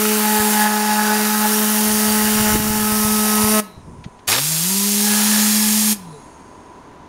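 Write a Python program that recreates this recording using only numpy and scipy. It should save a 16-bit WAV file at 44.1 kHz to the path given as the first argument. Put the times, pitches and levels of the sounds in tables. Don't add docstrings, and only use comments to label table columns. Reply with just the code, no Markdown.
import sys
import numpy as np
from scipy import signal
from scipy.fft import rfft, irfft, next_fast_len
from scipy.io import wavfile
from scipy.ndimage import uniform_filter1d, map_coordinates

SR = 44100
rng = np.random.default_rng(int(sys.argv[2]) if len(sys.argv) > 2 else 0)


def bounce(signal):
    frames = np.transpose(np.atleast_2d(signal))
    limited = np.clip(frames, -1, 1)
    pcm = np.round(limited * 32767).astype(np.int16)
    wavfile.write(sys.argv[1], SR, pcm)


N = 312228

DOOR_OPENS_S, DOOR_SHUTS_S, PALM_OPENS_S, PALM_SHUTS_S = -1, 3.6, 4.27, 5.928
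FULL_HZ, KICK_HZ, DRAG_HZ = 213.4, 82, 1.6
SPIN_UP_TAU_S, COAST_TAU_S = .243, .6
DOOR_HUM_DB, DOOR_OCTAVE_DB, DOOR_HISS_DB, DOOR_SPLASH_DB = -23, -30.3, -19, -28.5
RASP_DB, CONE_DB, PRESS_CONE_DB, PRESS_SPLASH_DB = -29.5, -32.7, 7.5, 2.5
HUM_RISE_DB_PER_S, SCRUB_ENDS_S, SCRUB_LOSS_DB = 1.05, 1.75, 4.5
SEALS_S, LIFTS_S, SEAL_TREBLE_DB, SEAL_CORNER_HZ = .63, 1.1, -3.5, 7330
EDGE_BANDS_HZ, EDGE_WIDTH_HZ = [5400, 9350, 10800], 710
PALM_HUM_DB, PALM_HISS_DB, PALM_SPLASH_DB, SPIT_DB = -20.5, -17, -29.5, 12
HUM_EXPONENT, HUM_FLOOR_DB = 2.4, -16
MODE_DB, MODE_WIDTH_SQRT_HZ = 3.5, 2.5
NOTCH_HZ, TOP_HZ = 7870, 15720

# (frequency [Hz], relative density [dB])
DOOR_HISS_SPECTRUM = [(1290, -20.5), (2200, -7.5), (2860, -0.5), (3300, -8), (4230, -5.5), (4700, -4),
                      (7310, -3), (10000, -1.5), (13100, -2.5), (15500, -5)]
DOOR_SPLASH_SPECTRUM = [(100, -25), (300, -8), (480, -11.5), (740, 1), (950, 0.5), (1170, -5.5),
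                        (1370, 1.5), (1780, 0), (2230, -7.5), (9000, -25)]
YARD_SPECTRUM = [(20, -14), (65, -5), (110, -13), (170, -5.5), (290, -3), (530, -10.5), (800, -8.5),
                 (990, -6.5), (1250, -15), (3200, -28.5), (5500, -34), (6500, -30), (7500, -42),
                 (15500, -52)]
RUMBLE_SPECTRUM = [(20, -8), (55, -3.5), (100, 0), (150, -4), (300, -11.5), (550, -23.5), (1500, -64)]
BLEED_SPECTRUM = [(1500, -10), (4000, -12.5), (6500, -7.5), (9700, -5.5), (10700, -20), (15500, -30)]
CLICK_SPECTRUM = [(300, -11), (1500, 7), (3500, 5), (6500, -3), (9000, -22), (15000, -33)]
PALM_HISS_SPECTRUM = [(150, -27), (500, -40), (2000, -11), (3000, -8.5), (6500, -1.5), (9500, -1.5),
                      (12000, -3), (15600, -7.5)]
PALM_SPLASH_SPECTRUM = [(80, -26), (240, 0), (500, 0), (900, 3), (1800, 3.5), (5000, 2), (12000, -16)]
DOOR_MODES_HZ = [3800, 4600, 5700, 6550, 7270, 8150, 9200, 9930, 10650, 12000, 13050, 13850, 14800, 15550]
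PALM_MODES_HZ = [2700, 3350, 4100, 4750, 5550, 6550, 7400, 8300, 9400, 10250, 11350, 12400, 15400]
SPLASH_MODES_HZ = [890, 1250, 1760]
# (multiple of spin [1], relative level [dB])
RASP_PARTIALS = [(3, 3), (5, 3.5), (6, 5.5), (7, -1), (9, 0), (11, -6), (13, -6.5), (18, -11)]
DOOR_CONE_PARTIALS = [(4, 8), (7, -4.5), (8, -5)]
PALM_CONE_PARTIALS = [(4, 0), (8, 1)]

# (time [s], pressure [0-1])
CONE_PRESSURE = [(.1, 0.12), (.65, 0.98), (1.08, 0.97), (1.62, 0.05)]
# (time [s], half length [s], speed change [Hz])
SPIN_STUMBLES = [(3.53, 0.039, 2), (4.59, .075, -17)]
# (time [s], half length [s], octave gain [dB])
HAND_STROKES = [(.07, 0.15, 10.5), (.41, 0.11, 9), (.78, 0.089, 6), (1.15, 0.13, 7.5), (1.56, 0.091, 7.5),
                (3.53, .16, 4)]
# (time [s], half length [s], cone gain [dB], rasp gain [dB])
CONE_BRUSHES = [(.28, 0.059, 8, -1), (.37, 0.04, 9, -1), (.47, 0.024, 6, -10), (.56, 0.029, 3.5, 0),
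                (.66, 0.085, 8, 3), (.82, 0.058, 4, -0.5), (.915, .035, 7.5, -1), (1, 0.038, 8, 0.5),
                (1.125, 0.044, 7.5, 2.5), (1.32, 0.032, 7, -1.5), (1.45, 0.027, 11, 0),
                (1.79, 0.024, 9, -10), (2.17, 0.11, 6.5, 1.5), (2.52, 0.086, 7, 3.5), (2.8, .11, 8, 0),
                (3.575, 0.065, 1, 7.5)]
# (time [s], half length [s], band gain [dB])
EDGE_FLARES = [(1.54, 0.033, 3.5), (2.05, 0.33, 1.5), (3.3, 0.45, 3.5), (3.52, 0.029, 1.5)]
# (frequency [Hz], T60 [s])
WALL_DECAY = [(200, 0.47), (2000, 0.5), (8000, 0.3), (15000, 0.3)]
# (time [s], level [dB])
YARD_LEVELS = [(3.7, -47), (6, -43), (7.08, -42.5)]
# (frequency [Hz], relative level [dB])
MACHINE_LINES = [(409, -60.5), (931, -59.5), (985, -57.5), (1012, -59)]
# (start [s], end [s], level [dB])
MIC_GUSTS = [(1.837, 3.519, -41), (2.33, 2.832, -34.5), (3.753, 4.082, -40.5)]
# (time [s], peak [dB], half length [s])
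MIC_PUFFS = [(0.403, -23, 0.0056), (2.551, -15.5, 0.005), (2.5566, -10, 0.0016), (2.6, -12, 0.0027),
             (2.757, -21, 0.0023), (2.925, -21.5, 0.005), (3.052, -16.5, 0.0047), (3.443, -16.5, 0.0048),
             (4.065, -20, 0.0034)]
# (time [s], half length [s], frequency [Hz], level [dB])
RIM_SCRAPES = [(.42, 0.038, 1697, -27), (.55, 0.032, 1493, -28), (.675, 0.069, 1694, -23),
               (.98, 0.1, 1675, -26.5), (1.08, 0.065, 1490, -23.5), (2.49, 0.05, 1470, -30),
               (3.44, 0.098, 960, -30.5)]
# (time [s], depth [dB])
LEVEL_DIPS = [(.655, 2), (2.551, 3.5), (4.319, 3.5)]
# (time [s], half length [s], multiple of spin [1], level [dB])
OVERTONE_RINGS = [(3.17, 0.35, 6, -35), (3.38, .13, 5, -37), (3.57, 0.045, 3, -28),
                  (4.545, 0.034, 4, -39.5), (4.76, .1, 5, -40), (6.159, .03, 3, -42.5)]
# (start [s], hold [s], level [dB])
COAST_HUMS = [(3.595, 0.033, -35), (5.94, 0.18, -38)]
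# (time [s], half length [s], frequency [Hz], level [dB])
LEAK_WHISTLES = [(3.71, 0.093, 3980, -54), (6.13, .08, 3950, -56), (6.15, 0.15, 10050, -58),
                 (6.4, 0.46, 6550, -62.5), (3.7, .4, 9900, -70)]
# (time [s], relative level [dB])
TRIGGER_CLICKS = [(4.04, -22.5), (4.19, -34.5)]
# (time [s], half length [s], splash gain [dB])
PALM_HITS = [(5.28, 0.26, 6)]
# (time [s], half length [s], hum gain [dB], hiss gain [dB])
PALM_CLOSEST = [(5.35, 0.26, 1, 0.8)]


def amp(db):
    return np.exp(np.asarray(db) * np.log(10) / 20)


def unit(x):
    return x / np.sqrt(np.mean(x ** 2) + 1e-20)


def clock():
    return np.arange(N) / SR


def log_interp(points, hz):
    knots_hz, values = np.transpose(points)
    return np.interp(np.log(hz + 1), np.log(knots_hz + 1), values)


def curve(points):
    return np.interp(clock(), *np.transpose(points))


def wobble(rate_hz):
    knots = rng.standard_normal(int(N * rate_hz / SR) + 4)
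    coarse_s = clock()[::32]
    return np.interp(clock(), coarse_s, map_coordinates(knots, [coarse_s * rate_hz]))


def gate(start_s, end_s, rise_s, fall_s):
    t = clock()
    ramp = np.sin(np.pi / 2 * np.clip((t - start_s) / rise_s, 0, 1)) ** 2
    return ramp * np.exp(-np.maximum(t - end_s, 0) / fall_s)


def swells(rows, order=2):
    rows = np.asarray(rows)
    distance = np.minimum(((clock() - rows[:, :1]) / rows[:, 1:2]) ** 2, 20)
    return rows[:, 2:].T @ np.exp(-distance ** (order // 2))


def bumps(hz, centres_hz, width_hz):
    return np.exp(-((hz - np.asarray(centres_hz)[:, None]) / width_hz) ** 2).sum(axis=0)


def filtered(x, response):
    size = next_fast_len(N + SR // 2)
    return irfft(rfft(x, size) * response(np.fft.rfftfreq(size, 1 / SR)), size)[:N]


def noise(spectrum):
    return unit(filtered(rng.standard_normal(N), lambda hz: amp(log_interp(spectrum, hz))))


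def noise_bands(rows, width_hz):
    phase_per_hz = 2 * np.pi * clock()
    bands = np.zeros(N)
    for time_s, half_s, hz, db in rows:
        band = wobble(width_hz) * np.cos(hz * phase_per_hz)
        band += wobble(width_hz) * np.sin(hz * phase_per_hz)
        bands += swells([(time_s, half_s, amp(db))])[0] * band
    return bands


def tube_speed_hz():
    t = clock()
    coasting = lambda shuts_s: np.exp(-np.maximum(t - shuts_s, 0) / COAST_TAU_S)
    door_hz = (FULL_HZ - DRAG_HZ * curve(CONE_PRESSURE)) * coasting(DOOR_SHUTS_S)
    deficit_hz = (FULL_HZ - KICK_HZ) * np.exp(-np.maximum(t - PALM_OPENS_S, 0) / SPIN_UP_TAU_S)
    palm_hz = (FULL_HZ - deficit_hz) * coasting(PALM_SHUTS_S)
    return np.where(t < PALM_OPENS_S, door_hz, palm_hz) + swells(SPIN_STUMBLES)[0] + .2565 * wobble(18)


def overtones(turn_rad, partials, wander_db, smear_rad):
    lines = np.zeros(N)
    for k, db in partials:
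        gain = amp(db + wander_db * wobble(17))
        jitter_rad = smear_rad * (wobble(17) + .5 * wobble(90))
        lines += gain * np.cos(k * (turn_rad - np.pi) + jitter_rad)
    return -unit(lines)


def rasp(turn_rad, wander_db, smear_rad):
    partials = [(k, log_interp(RASP_PARTIALS, k)) for k in range(3, 19) if k != 4]
    return overtones(turn_rad, partials, wander_db, smear_rad)


def turn_pulse(turn_rad, depth_db, lag_rad):
    return unit(amp(depth_db * np.cos(turn_rad - lag_rad)))


def jet_noise(spectrum, modes_hz, patchy_db):
    hz, _, frames = signal.stft(noise(spectrum), SR, nperseg=512)
    patches = uniform_filter1d(rng.standard_normal(frames.shape), size=4, axis=0)
    patches = unit(uniform_filter1d(patches, size=70, axis=1))
    resonance_db = MODE_DB * bumps(hz, modes_hz, MODE_WIDTH_SQRT_HZ * np.sqrt(hz + 1))
    frames *= amp(resonance_db[:, None] + patchy_db * patches)
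    return unit(signal.istft(frames, nperseg=512)[1][:N])


def door_blast(turn_rad):
    pressure = curve(CONE_PRESSURE)
    brush_cone_db, brush_rasp_db = swells(CONE_BRUSHES)
    hum = amp(DOOR_HUM_DB + HUM_RISE_DB_PER_S * clock() + .47 * wobble(18)) * unit(np.cos(turn_rad))
    scrubbing = gate(DOOR_OPENS_S, SCRUB_ENDS_S, rise_s=.01, fall_s=.041)
    octave_db = DOOR_OCTAVE_DB - SCRUB_LOSS_DB * scrubbing + swells(HAND_STROKES, order=4)[0]
    octave = amp(octave_db) * unit(np.sin(2 * turn_rad))
    slap_gain = unit(amp(.9 * wobble(150)))
    cone = overtones(turn_rad - .16, DOOR_CONE_PARTIALS, wander_db=1, smear_rad=.2)
    cone *= amp(CONE_DB + PRESS_CONE_DB * pressure + brush_cone_db)
    buzz = amp(RASP_DB + brush_rasp_db) * rasp(turn_rad, wander_db=2.2, smear_rad=.28)
    splash = jet_noise(DOOR_SPLASH_SPECTRUM, [], patchy_db=2.3)
    splash *= amp(DOOR_SPLASH_DB + PRESS_SPLASH_DB * pressure)
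    splash *= turn_pulse(turn_rad, depth_db=1.3, lag_rad=np.pi)
    hiss = edge_flare(jet_noise(DOOR_HISS_SPECTRUM, DOOR_MODES_HZ, patchy_db=1.2))
    hiss *= amp(DOOR_HISS_DB + .45 * wobble(130)) * turn_pulse(turn_rad, depth_db=2.5, lag_rad=4.6)
    flow = gate(DOOR_OPENS_S, DOOR_SHUTS_S, rise_s=.01, fall_s=.0044)
    return flow * (hum + octave + slap_gain * (cone + buzz + splash) + cone_seal(hiss))


def wall_echo(x):
    hz, t, frames = signal.stft(rng.standard_normal(SR // 2), SR, nperseg=256)
    t60_s = log_interp(WALL_DECAY, hz)[:, None]
    tail = signal.istft(frames * amp(-60 * t / t60_s), SR, nperseg=256)[1]
    wet = signal.fftconvolve(x, tail / np.linalg.norm(tail))[:N]
    return filtered(wet, lambda hz: hz / np.hypot(hz, 300))


def yard():
    drone = np.zeros(N)
    for hz, db in MACHINE_LINES:
        drone += amp(db + 1.9 * wobble(5)) * np.sin(2 * np.pi * hz * clock() + .23 * wobble(1.7))
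    return amp(curve(YARD_LEVELS)) * (noise(YARD_SPECTRUM) + amp(-7) * unit(drone))


def buffeting():
    rumble = unit(noise(RUMBLE_SPECTRUM) * amp(4.9 * np.tanh(wobble(32))))
    gusts = sum(amp(db) * gate(start_s, end_s, rise_s=.037, fall_s=.021)
                for start_s, end_s, db in MIC_GUSTS)
    thumps = np.zeros(N)
    for time_s, db, half_s in MIC_PUFFS:
        offset = (clock() - time_s) / half_s
        thumps -= amp(db) * np.cos(3.13 * offset) * np.exp(-offset ** 2)
    return (amp(-54.5) + gusts) * rumble + thumps


def rim_scrapes(turn_rad):
    return noise_bands(RIM_SCRAPES, width_hz=95) * turn_pulse(turn_rad, depth_db=7, lag_rad=np.pi)


def cone_seal(hiss):
    sealed = gate(SEALS_S, LIFTS_S, rise_s=.03, fall_s=.2)
    treble = filtered(hiss, lambda hz: hz ** 4 / (hz ** 4 + SEAL_CORNER_HZ ** 4))
    return hiss + (amp(SEAL_TREBLE_DB * sealed) - 1) * treble


def level_dips():
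    return amp(-sum(db * gate(s, s + .035, rise_s=.035, fall_s=.5) for s, db in LEVEL_DIPS))


def edge_flare(hiss):
    bright = filtered(hiss, lambda hz: bumps(hz, EDGE_BANDS_HZ, EDGE_WIDTH_HZ))
    return hiss + (amp(swells(EDGE_FLARES)[0]) - 1) * bright


def rings(turn_rad):
    ringing = np.zeros(N)
    for time_s, half_s, k, db in OVERTONE_RINGS:
        envelope = swells([(time_s, half_s, amp(db))], order=4)[0]
        ringing += envelope * overtones(turn_rad, [(k, 0)], wander_db=1.5, smear_rad=.35)
    return ringing


def run_down(turn_rad):
    coasting = sum(amp(db) * gate(s, s + hold_s, rise_s=.024, fall_s=.053)
                   for s, hold_s, db in COAST_HUMS)
    hum = coasting * unit(np.cos(turn_rad))
    whistles = noise_bands(LEAK_WHISTLES, width_hz=420)
    bleed = amp(-60) * gate(3.55, 4, rise_s=.05, fall_s=1)
    bleed += amp(-44.5) * gate(5.9, 5.6, rise_s=.044, fall_s=.51)
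    return hum + whistles + bleed * jet_noise(BLEED_SPECTRUM, PALM_MODES_HZ, patchy_db=2.5)


def trigger():
    strikes = sum(amp(db) * gate(s, s + .0037, rise_s=.0011, fall_s=.0086) for s, db in TRIGGER_CLICKS)
    return amp(-15) * strikes * noise(CLICK_SPECTRUM)


def palm_blast(turn_rad, speed_hz):
    spitting = gate(4.116, 4.385, rise_s=.25, fall_s=.022)
    spinning_up = gate(4.35, 5.1, rise_s=.55, fall_s=.1)
    at_speed = gate(4.8, PALM_SHUTS_S, rise_s=.4, fall_s=.1)
    close_hum_db, close_hiss_db = swells(PALM_CLOSEST)
    speed_db = np.maximum(HUM_EXPONENT * 20 * np.log10(speed_hz / FULL_HZ), HUM_FLOOR_DB)
    octave = (amp(-23.5) + amp(-15) * spinning_up + spitting) * np.sin(2 * turn_rad + .5 * wobble(20))
    hum = amp(PALM_HUM_DB + close_hum_db + speed_db + .39 * wobble(32)) * unit(np.cos(turn_rad) + octave)
    splash_db = PALM_SPLASH_DB + SPIT_DB * spitting + swells(PALM_HITS, order=4)[0]
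    cone = overtones(turn_rad, PALM_CONE_PARTIALS, wander_db=3, smear_rad=.55)
    slaps = rasp(turn_rad, wander_db=4, smear_rad=.66)
    buzz = amp(splash_db - 8.5) * (.5 * spitting + at_speed) * (.5 * slaps + cone)
    spatter_db = (2.5 + 2.5 * spitting) * np.tanh(wobble(420))
    splash = amp(splash_db + spatter_db) * jet_noise(PALM_SPLASH_SPECTRUM, SPLASH_MODES_HZ, patchy_db=1.5)
    hiss = amp(PALM_HISS_DB + close_hiss_db) * jet_noise(PALM_HISS_SPECTRUM, PALM_MODES_HZ, patchy_db=1)
    hiss *= turn_pulse(turn_rad, depth_db=1.7, lag_rad=np.pi)
    flow = gate(PALM_OPENS_S, PALM_SHUTS_S, rise_s=.014, fall_s=.011)
    return flow * (hum + buzz + splash + hiss)


def scene():
    speed_hz = np.maximum(tube_speed_hz(), 1)
    turn_rad = 2 * np.pi * np.cumsum(speed_hz) / SR
    jet = level_dips() * (door_blast(turn_rad) + palm_blast(turn_rad, speed_hz))
    gun = jet + rim_scrapes(turn_rad) + rings(turn_rad) + run_down(turn_rad) + trigger()
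    mono = gun + amp(-16.5) * wall_echo(gun) + buffeting() + yard()
    return np.array([mono, mono])


def record(dry):
    port = lambda hz: 1 - .85 / (1 + ((hz - NOTCH_HZ) / 70) ** 2)
    band = lambda hz: np.sin(np.pi / 2 * np.clip((TOP_HZ + 100 - hz) / 200, 0, 1)) ** 2
    return np.array([filtered(channel, lambda hz: port(hz) * band(hz)) for channel in dry])


dry = scene()
out = record(dry)
bounce(out)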